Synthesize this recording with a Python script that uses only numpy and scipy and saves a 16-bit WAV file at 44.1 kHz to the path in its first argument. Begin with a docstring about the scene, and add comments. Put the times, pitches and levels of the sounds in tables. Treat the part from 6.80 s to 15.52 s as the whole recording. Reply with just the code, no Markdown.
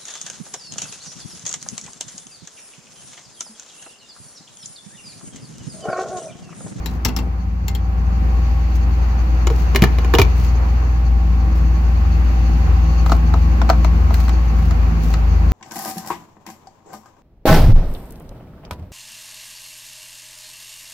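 """A fuel nozzle knocks and drags its way out of a truck's filler neck, and a low drone passes by.
Around three seconds in, the nozzle clunks into the pump's holster and the cabinet booms.
Something squeaks far off; then the plastic fuel cap is seated and ticks along its thread.
Each blow is a crack, a clatter and a few ringing modes, echoed by the forecourt canopy.
Throughout, two engines idle over a wash of road traffic, a high whirr and a faint machine whine."""
import sys
import numpy as np
from scipy import signal
from scipy.fft import rfft, irfft, next_fast_len
from scipy.io import wavfile
from scipy.ndimage import map_coordinates

SR = 44100
rng = np.random.default_rng(int(sys.argv[2]) if len(sys.argv) > 2 else 0)


def int16_out(signal):
    """Quantize to a 16-bit WAV file."""
    q = np.round(np.clip(np.atleast_2d(signal).T, -1, 1) * 32767)
    wavfile.write(sys.argv[1], SR, q.astype(np.int16))


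N = 384552

# the spout catches on the neck: start_s, level_db, hardness_db, favoured_hz
SPOUT_HITS = [(0.059, -33, 1.5, 4000), (0.249, -24, 2.5, 5800), (0.253, -28.5, -3, 2510),
              (0.286, -31, -3, 2800), (0.364, -29, 0, 5450), (0.388, -31, -4.5, 2670),
              (0.881, -34.5, 2.5, 918), (0.95, -38, 2.5, 3220)]
# its ring: pitch_hz, level_db, t60_s
SPOUT_MODES = [(248, -5, 0.13), (421, -7, 0.061), (806, -3, .1), (890, 4, 0.093), (2070, -4, 0.15),
               (2740, -3.5, 0.063), (3270, -3.5, 0.038), (3900, -8.5, 0.073), (4040, -10.5, 0.09),
               (4400, -5, .08), (5660, -4.5, 0.02), (6340, -11, .04), (7100, 0.5, .04), (7400, 0.5, 0.039),
               (11400, -9, .03), (12700, -8, .03), (13600, -8.5, 0.033)]
# EQ of its clatter: freq_hz, gain_db
SPOUT_EQ = [(59, -31), (100, 10.5), (210, 0.5), (547, -16), (910, -12.5), (1480, -14), (2130, -14.5),
            (4110, -18), (5530, -17), (6700, -27.5), (7450, -22.5), (8640, -30), (13200, -20),
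            (16000, -24.5)]
# two pulls through the hollow neck: start_s, level_db
DRAG_PULLS = [(0.255, -31), (0.375, -30)]
# EQ of the drag: freq_hz, gain_db
DRAG_EQ = [(100, -14.5), (220, 1), (430, -2.5), (600, -7), (1200, -19.5), (4000, -49)]
# pan of knocks and drag: freq_hz, left_minus_right_db
SPOUT_PAN = [(60, -3.5), (240, 1), (950, 1), (3770, 6), (15000, 14.5)]
def spout(drag_t60_s=0.48, drag_attack_s=0.017):
    """The spout and its coiled spring catch on the rim of the filler neck and drag out of it."""
    knocks = contacts(SPOUT_HITS, SPOUT_EQ, SPOUT_MODES,
                      band_t60_s=[0.18, 0.12, 0.12, 0.08, 0.069], band_db=[2, -8.5, -6, -1.5, -11.6],
                      ring_db=0, favour_db=19.5, crack_db=0.5, crack_t60_s=0.0048, pressing=0.61)
    pulls = sum(amp(db) * decay(since(s), drag_t60_s, drag_attack_s) for s, db in DRAG_PULLS)
    drag = pulls * amp(3 * wobble(60)) * noise(DRAG_EQ, CLOSE_WIDTH)
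    return panned(knocks + drag, SPOUT_PAN)


# the nozzle bumps into the holster: start_s, level_db, hardness_db, favoured_hz
HOLSTER_HITS = [(2.67, -25, -1.5, 7020), (2.701, -30, -7, 455), (2.948, -24, -4.5, 389),
                (2.959, -21, 5, 1730), (3.021, -17.5, 2, 2530), (3.038, -17.5, 1, 1730),
                (3.185, -31.5, -1, 2740), (3.246, -32.5, -2.5, 1840), (3.338, -16.5, -3.5, 1790),
                (3.35, -21, 1, 2900), (3.385, -14.5, -2, 993), (3.396, -19, 0, 389),
                (3.416, -21.5, 5, 2380)]
# its ring: pitch_hz, level_db, t60_s
NOZZLE_MODES = [(130, 3, 0.052), (198, 6, 0.043), (330.4, -2.5, 0.13), (390, 5, .13), (458, 1, 0.1),
                (778, -7.5, .05), (938, -5, 0.053), (1092, -0.5, 0.036), (1257, -7.5, 0.05),
                (1730, -4.5, 0.032), (2120, -5, .06), (2383, -0.5, 0.042), (2910, -2, 0.042),
                (3760, -16.5, .05), (3940, -7, 0.044), (5179, -13.5, 0.041), (6960, -11, .04)]
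# EQ of its clatter: freq_hz, gain_db
NOZZLE_EQ = [(53, -31), (90, 3.5), (201, -9.5), (290, 0), (393, -0.5), (606, -16.5), (998, -26.5),
             (1440, -24.5), (2380, -19.5), (2650, -29), (2950, -21), (6030, -27), (8530, -43), (12600, -32),
             (16000, -34)]
# its weight lands on the cabinet panels: start_s, pitch_hz, level_db, t60_s
CABINET_BOOMS = [(3.021, 126, -4, 0.11), (3.022, 190.3, 3.5, 0.058), (3.399, 83.8, -2, 0.19)]
# pan of knocks and booms: freq_hz, left_minus_right_db
NOZZLE_PAN = [(60, 4), (180, -1), (550, -1), (1650, 0), (4970, 3.5), (15000, 8.5)]
def holster():
    """The heavy nozzle bumps into the pump's boot, then drops onto its rest, and the cabinet booms."""
    knocks = contacts(HOLSTER_HITS, NOZZLE_EQ, NOZZLE_MODES,
                      band_t60_s=[0.069, 0.065, 0.062, 0.04, 0.038], band_db=[-6.5, 0.5, -3, -2.5, -18],
                      ring_db=3, favour_db=16, crack_db=-3.5, crack_t60_s=0.0059)
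    for start_s, hz, db, t60_s in CABINET_BOOMS:
        t = since(start_s)
        knocks += amp(db) * decay(t, t60_s, attack_s=0.0011) * np.sin(2 * np.pi * hz * t)
    return panned(knocks, NOZZLE_PAN)


# the cap knocks and ticks on the neck: start_s, level_db, hardness_db
CAP_HITS = [(6.262, -29, 1.5), (6.296, -29, -2), (6.319, -18, -3.5), (6.539, -24.5, -4), (6.816, -24.5, -3),
            (6.892, -23.5, -1), (6.899, -13, -1), (7.046, -24, -0.5), (7.306, -30.5, -6),
            (7.342, -38.5, 14.5), (7.402, -41, 9.5), (7.481, -34, 3), (7.493, -34, 6.5), (7.909, -34.5, 3),
            (8.339, -31.5, 7)]
# its ring: pitch_hz, level_db, t60_s
CAP_MODES = [(292, -10.5, 0.03), (441, -14, 0.12), (657, 4.5, 0.073), (815, -19, 0.078), (964, 10.5, 0.019),
             (1268, 6, 0.035), (1333, -8.5, 0.044), (2013, -7, .03), (3370, -19, 0.0086),
             (4145, -6.5, 0.021), (7180, -18, 0.017)]
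# EQ of its clatter: freq_hz, gain_db
CAP_EQ = [(100, -12.5), (300, 12.5), (480, -14.5), (650, 13), (1350, 1.5), (1650, -5.5), (2050, -7.5),
          (3000, -11), (4200, -13.5), (5500, -13.5), (7300, -20.5), (9000, -46), (13000, -39.5),
          (16000, -38)]
# pan of the cap and the rubs: freq_hz, left_minus_right_db
CAP_PAN = [(60, 0.91), (240, 1.0), (950, 1.9), (3770, 2.6), (15000, 18.4)]
def cap(favoured_hz=1330):
    """The hollow plastic cap finds the neck and ticks along its thread."""
    hits = [(*hit, favoured_hz) for hit in CAP_HITS]
    knocks = contacts(hits, CAP_EQ, CAP_MODES,
                      band_t60_s=[0.099, 0.046, 0.034, 0.04, 0.02], band_db=[-14, -12, 0, -10, -28],
                      ring_db=-3, favour_db=9, crack_db=3.5, crack_t60_s=0.0058)
    return panned(knocks, CAP_PAN)


# thud, hollow, knock, clack and tick: low_hz, high_hz
BANDS = [(70, 280), (280, 600), (600, 1500), (1500, 7800), (7800, 16000)]
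# a hard blow trades thud for tick, one value a band: gain_db_per_hardness_db
HARDNESS_TILT = [-0.74, -0.94, -0.19, 1, 1.47]
# stereo width of close sounds: freq_hz, left_right_likeness
CLOSE_WIDTH = [(200, 1), (800, 0.77), (3000, 0.21), (12000, 0.28)]
def contacts(hits, eq, modes, band_t60_s, band_db, ring_db, favour_db, crack_db, crack_t60_s,
             pressing=0, light_db=-30, tint_db=5):
    """Each blow sets off a crack, a dying clatter and clear modes in five bands, tilted by hardness."""
    out = np.zeros((2, N + SR))
    t = np.arange(SR // 4) / SR
    mode_hz, mode_db, mode_t60_s = np.transpose(modes)[:, :, None]
    for start_s, db, hardness_db, favoured_hz in hits:
        # where the blow lands decides which mode sings most, and tints the clatter around it
        favour = lambda f, width: np.exp(-(np.log((f + 1) / favoured_hz) / width) ** 2)
        grit = filtered(noise(eq, CLOSE_WIDTH, size=len(t)), lambda f: amp(tint_db * favour(f, 0.19)))
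        gain = amp(mode_db + rng.normal(0, 3, mode_hz.shape) + favour_db * favour(mode_hz, 0.06))
        pitch_hz = mode_hz * rng.normal(1, 0.012, mode_hz.shape)  # the changing grip detunes the modes
        ear_phase = rng.uniform(0, 2 * np.pi, mode_hz.shape) + rng.normal(0, 0.46, (2, *mode_hz.shape))
        fades = decay(t, mode_t60_s, attack_s=0.00013 + 0.5 / mode_hz)
        rings = gain * fades * np.sin(2 * np.pi * pitch_hz * t + ear_phase)
        # with pressing, light taps ring freely; heavy ones clamp the parts and mostly clatter
        ring_gain = amp(ring_db - pressing * (db - light_db))
        for (low, high), tilt, t60_s, trim_db in zip(BANDS, HARDNESS_TILT, band_t60_s, band_db):
            attack_s = 0.0001 + 0.81 / low
            envelope = decay(t, t60_s, attack_s) + amp(crack_db) * decay(t, crack_t60_s, attack_s)
            clatter = filtered(grit, lambda f: (f > low) & (f < high)) * envelope
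            ring = rings[:, ((mode_hz > low) & (mode_hz <= high))[:, 0]].sum(axis=1)
            blow = unit(unit(clatter) + ring_gain * unit(ring))
            blow *= np.sqrt(0.02 * SR / len(t))  # the energy of 20 ms at rms 1
            out[:, round(start_s * SR):][:, :len(t)] += amp(db + trim_db + tilt * hardness_db) * blow
    return out[:, :N]


# sliding strokes: start_s, end_s, level_db
RUB_STROKES = [(0.054, 0.182, -57), (1.946, 1.975, -46), (2.676, 2.878, -49), (3.544, 3.71, -48.5),
               (4.746, 4.797, -51.5), (6.248, 6.375, -47.5), (7.308, 7.473, -45), (7.742, 7.929, -53),
               (8.193, 8.362, -49)]
# EQ of the friction: freq_hz, gain_db
RUB_EQ = [(800, -24.5), (2500, 2), (6500, 1.5), (8800, -12.5), (13000, -5.5), (16000, -6.5)]
def rubs(grain_db=3.5):
    """Spout, hand and cap thread slide with a fine, grainy hiss."""
    strokes = np.zeros(N)
    for start_s, end_s, db in RUB_STROKES:
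        progress = np.minimum(since(start_s) / (end_s - start_s), 1)
        strokes += amp(db) * np.sqrt(np.abs(np.sin(np.pi * progress)))
    friction = unit(noise(RUB_EQ, CLOSE_WIDTH) * amp(grain_db * wobble(250)))
    return panned(strokes * friction, CAP_PAN)


# reverb time under the roof: freq_hz, t60_s
CANOPY_DECAY = [(150, .4), (1000, 0.27), (4000, 0.15), (14000, 0.075)]
def canopy(x, tail_db=-15, slap_db=-20, slap_s=0.032, slap_cutoff_hz=6000):
    """The roof returns one soft slap and a short diffuse tail."""
    hz, t, spectrum = signal.stft(rng.standard_normal((2, SR // 2)), SR, nperseg=256)
    fade = amp(-60 * t / along(CANOPY_DECAY, hz)[:, None])
    impulse = signal.istft(spectrum * fade, SR, nperseg=256)[1]
    impulse = np.pad(impulse / np.linalg.norm(impulse[0]), ((0, 0), (200, 0)))  # 4.5 ms pre-delay
    tail = signal.fftconvolve(x, impulse, axes=1)[:, :N]
    slap = filtered(x, lambda f: np.exp(-2j * np.pi * f * slap_s) / (1 + 1j * f / slap_cutoff_hz))
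    return amp(tail_db) * tail + amp(slap_db) * slap


# fader of the deep engine: time_s, level_db
DEEP_FADER = [(0.1, -25.5), (0.19, -22.5), (0.93, -20.5), (1.42, -15), (7.11, -12.5), (8.27, -14.5),
              (8.6, -13)]
# its firing rate sags near the end: time_s, pitch_hz
DEEP_PITCH = [(0, 58.6), (7.5, 58.5), (8.25, 55.3)]
def deep_engine(trim_db=0.5, throb_db=-0.23, hunt_hz=0.198):
    """Only the firing tone of this idling engine carries, hunting a little in pitch."""
    db, = automation(DEEP_FADER)
    hz, = automation(DEEP_PITCH)
    return amp(db + trim_db + throb_db * wobble(11)) * np.sin(phase(hz + hunt_hz * wobble(5.1)))


# the faster engine's firing tone swells: time_s, level_db
FAST_FADER = [(0, -34), (1.5, -27), (5, -26), (6.4, -23.5), (8.72, -24)]
# late on, that tone beats: start_s, rate_hz, depth_db
FIRING_BEAT = (5.1, 1.504, 5.7)
# its overtones: crank_multiple, level_re_firing_db, change_at_pump_db
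CRANK_ORDERS = [(6, -17.5, 12), (7, -20.5, 4), (8, -5, -9.5), (10, -19, -9.5), (11, -14.5, -10.5),
                (12, -20, -5.5), (16, -18, -0.5), (24, -34.5, 3.5)]
# the walk to the pump and back: time_s, position (0 at the truck, 1 at the pump)
WALK = [(1.4, 0.19), (2.3, 0.76), (4.1, 1), (4.6, 0.1)]
def fast_engine(firing_hz=80.7, hunt_hz=0.198, flutter_db=2.5):
    """An engine fires four times a turn; the mix of its crankshaft overtones shifts with the walk."""
    firing_db, = automation(FAST_FADER)
    by_pump, = automation(WALK)
    start_s, rate_hz, depth_db = FIRING_BEAT
    crank = phase((firing_hz + hunt_hz * wobble(4)) / 4)
    beat_db = depth_db * np.sin(2 * np.pi * rate_hz * since(start_s))
    hum = amp(firing_db + beat_db) * np.sin(4 * crank)
    for order, db, pump_db in CRANK_ORDERS:
        level_db = firing_db + db + pump_db * by_pump + flutter_db * wobble(7)
        hum += amp(level_db) * np.sin(order * crank + phase(0) + 0.32 * wobble(6))
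    return hum


# the pass-by: nearest_s, passing_s, pitch_hz, doppler_swing_hz, level_db
DRONE_PASS = (1, 0.52, 91.5, 2, -29.5)
def passing_drone(octave_db=-6):
    """A low tone and its octave swell and fade, falling in pitch with the Doppler shift."""
    nearest_s, passing_s, hz, swing_hz, db = DRONE_PASS
    past = (since(0) - nearest_s) / passing_s
    turn = phase(hz - swing_hz * np.tanh(past))
    return amp(db) / (1 + past ** 2) * (np.sin(turn) + amp(octave_db) * np.sin(2 * turn))


# road faders (rumble follows roar, whirr follows hiss): time_s, roar_db, hiss_db
TRAFFIC_FADERS = [(0.0, -40.5, -53), (0.85, -45, -54.5), (1.48, -37, -47.5), (1.7, -39.5, -46.5),
                  (2.72, -36, -45.5), (2.89, -35.5, -44), (3.52, -35, -43.5), (4.32, -38.5, -48),
                  (5.56, -36.5, -44), (7.02, -36, -44), (8.72, -35.5, -45)]
# EQs of road rumble, tyre roar and hiss: freq_hz, gain_db
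RUMBLE_EQ = [(22, -29.5), (45, 4.5), (75, 7.5), (110, 2.5), (190, 1.5), (270, -4.5), (400, -15.5),
             (520, -54)]
ROAR_EQ = [(220, -58), (380, -0.5), (515, -2.5), (674, -5), (765, 3), (824, -3.5), (969, -4), (1080, -3),
           (1230, -6), (1900, -13.5), (2470, -18.5), (4180, -120)]
HISS_EQ = [(1500, -6.5), (1850, 2), (2700, 3), (3300, -6), (3900, -6.5), (4500, -5.5), (5200, -9.5),
           (6400, -14.5), (7300, -13.5), (8400, -33), (10300, -27), (12500, -15.5), (14500, -18.5),
           (16000, -21)]
# stereo width of distant sounds: freq_hz, left_right_likeness
FAR_WIDTH = [(60, 1), (150, 0.98), (380, 0.71), (950, -0.14), (2380, -0.06), (5980, -0.03), (15000, 0.03)]
def traffic(rumble_db=10, rumble_at_pump_db=-2, roar_db=-1, hiss_db=-1.5):
    """Road noise in three flickering layers; the rumble eases beside the pump."""
    roar_fader, hiss_fader = automation(TRAFFIC_FADERS)
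    by_pump, = automation(WALK)
    rumble_fader = roar_fader + rumble_at_pump_db * by_pump
    rumble = amp(rumble_fader + rumble_db + wobble(18)) * noise(RUMBLE_EQ, FAR_WIDTH)
    roar = amp(roar_fader + roar_db + 0.83 * wobble(13)) * noise(ROAR_EQ, FAR_WIDTH)
    hiss = amp(hiss_fader + hiss_db + 0.32 * wobble(20)) * noise(HISS_EQ, FAR_WIDTH)
    return rumble + roar + hiss


# peaky EQ of the whirr: freq_hz, gain_db
WHIRR_EQ = [(2200, -11), (2700, -2.5), (3100, -25), (3900, -20.5), (4450, 1), (5000, -17), (5700, -11),
            (6350, -5), (7200, -19), (7900, -34)]
def whirr(trim_db=-8, flutter_db=3):
    """The running engines give off a high, fluttering noise."""
    _, hiss_fader = automation(TRAFFIC_FADERS)
    return amp(hiss_fader + trim_db + flutter_db * wobble(30)) * noise(WHIRR_EQ, FAR_WIDTH)


# partials of the whine: pitch_hz, level_db
WHINE_TONES = [(522, -57), (785, -49.5), (850, -57), (1105, -53)]
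# its fader: time_s, gain_db
WHINE_FADER = [(0, -9), (1.45, 4.5), (1.9, 0.5), (5.4, 1.5), (6.4, 7), (8.72, -1)]
def whine(waver_hz=3.52, flutter_db=2):
    """A machine's faint tones waver in pitch and level, separately in each ear."""
    fader_db, = automation(WHINE_FADER)
    tones = np.zeros((2, N))
    for hz, db in WHINE_TONES:
        for ear in tones:
            gain = 2 * amp(db + fader_db + flutter_db * wobble(20))
            ear += gain * np.sin(phase(hz + waver_hz * wobble(45)))
    return tones


def squeaks(start_s=5.31, period_s=0.15, count=6, width_s=0.016, pitch_hz=2700, level_db=-50):
    """Something across the forecourt chirps in short, rough pulses."""
    t = since(0)
    pulses = sum(np.exp(-((t - start_s - k * period_s) / width_s) ** 2) for k in range(count))
    narrow_eq = [(pitch_hz / 2, -90), (pitch_hz, 0), (2 * pitch_hz, -90)]
    return amp(level_db) * pulses * noise(narrow_eq, FAR_WIDTH)


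def amp(db):
    """Decibels to gain."""
    return 10 ** (np.asarray(db) / 20)


def unit(x):
    """Scaled to rms 1; a stereo pair by its middle."""
    return x / np.sqrt(np.mean(np.atleast_2d(x).mean(axis=0) ** 2) + 1e-20)


def since(start_s):
    """Seconds since a moment, zero before it."""
    return np.maximum(np.arange(N) / SR - start_s, 0)


def decay(t, t60_s, attack_s):
    """A quick rise and an exponential fall."""
    return (1 - np.exp(-t / attack_s)) * amp(-60 * t / t60_s)


def along(points, hz):
    """Reads (freq_hz, value) points on a log axis."""
    freqs, values = np.transpose(points)
    return np.interp(np.log(hz + 1), np.log(freqs + 1), values)


def automation(rows):
    """One value per sample for each column after the time."""
    times, *columns = np.transpose(rows)
    return [np.interp(since(0), times, column) for column in columns]


def wobble(rate_hz):
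    """A smooth random curve through rate_hz knots a second."""
    coarse = np.arange(0, N, 64)
    knots = rng.standard_normal(int(N * rate_hz / SR) + 4)
    return np.interp(np.arange(N), coarse, map_coordinates(knots, [coarse * rate_hz / SR]))


def phase(hz):
    """Running phase of a moving frequency, from a random start."""
    return 2 * np.pi * (np.cumsum(hz) / SR + rng.random())


def filtered(x, response):
    """Shapes x by a frequency response."""
    size = x.shape[-1]
    padded = next_fast_len(size + 4096)
    return irfft(rfft(x, padded) * response(np.fft.rfftfreq(padded, 1 / SR)), padded)[..., :size]


def panned(x, pan):
    """Each frequency leans to one side."""
    return filtered(x, lambda hz: amp(np.outer([0.5, -0.5], along(pan, hz))))


def noise(eq, likeness, size=N):
    """Coloured stereo noise of rms 1, partly alike in the two ears."""
    def mid_side_gains(hz):
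        spread = np.arccos(np.clip(along(likeness, hz), -0.9, 1)) / 2
        return amp(along(eq, hz)) * [np.ones_like(hz), np.tan(spread)]
    mid, side = filtered(rng.standard_normal((2, size)), mid_side_gains)
    return unit(np.array([mid + side, mid - side]))


# pan of traffic, whirr and whine: freq_hz, left_minus_right_db
FAR_PAN = [(60, 12.5), (150, 3), (380, -3), (950, 0), (2380, 0.5), (5980, 6.5), (15000, 5.5)]
def scene():
    """Close handling noises and their echo over the forecourt's hum."""
    close = spout() + holster() + cap() + rubs()
    echo = canopy(close)
    engines = deep_engine() + fast_engine() + passing_drone()
    engines = np.sqrt(2) * engines * amp([[0.6], [-0.6]])  # slightly left
    wash = panned(traffic() + whirr() + whine(), FAR_PAN)
    return close + echo + engines + wash + squeaks()


def record(dry, top_hz=15950):
    """The loudest clunks flatten at full scale; nothing passes above the band limit."""
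    clipped = dry / (1 + np.abs(dry) ** 8) ** (1 / 8)
    return filtered(clipped, lambda hz: hz < top_hz)


dry = scene()
out = record(dry)
int16_out(out)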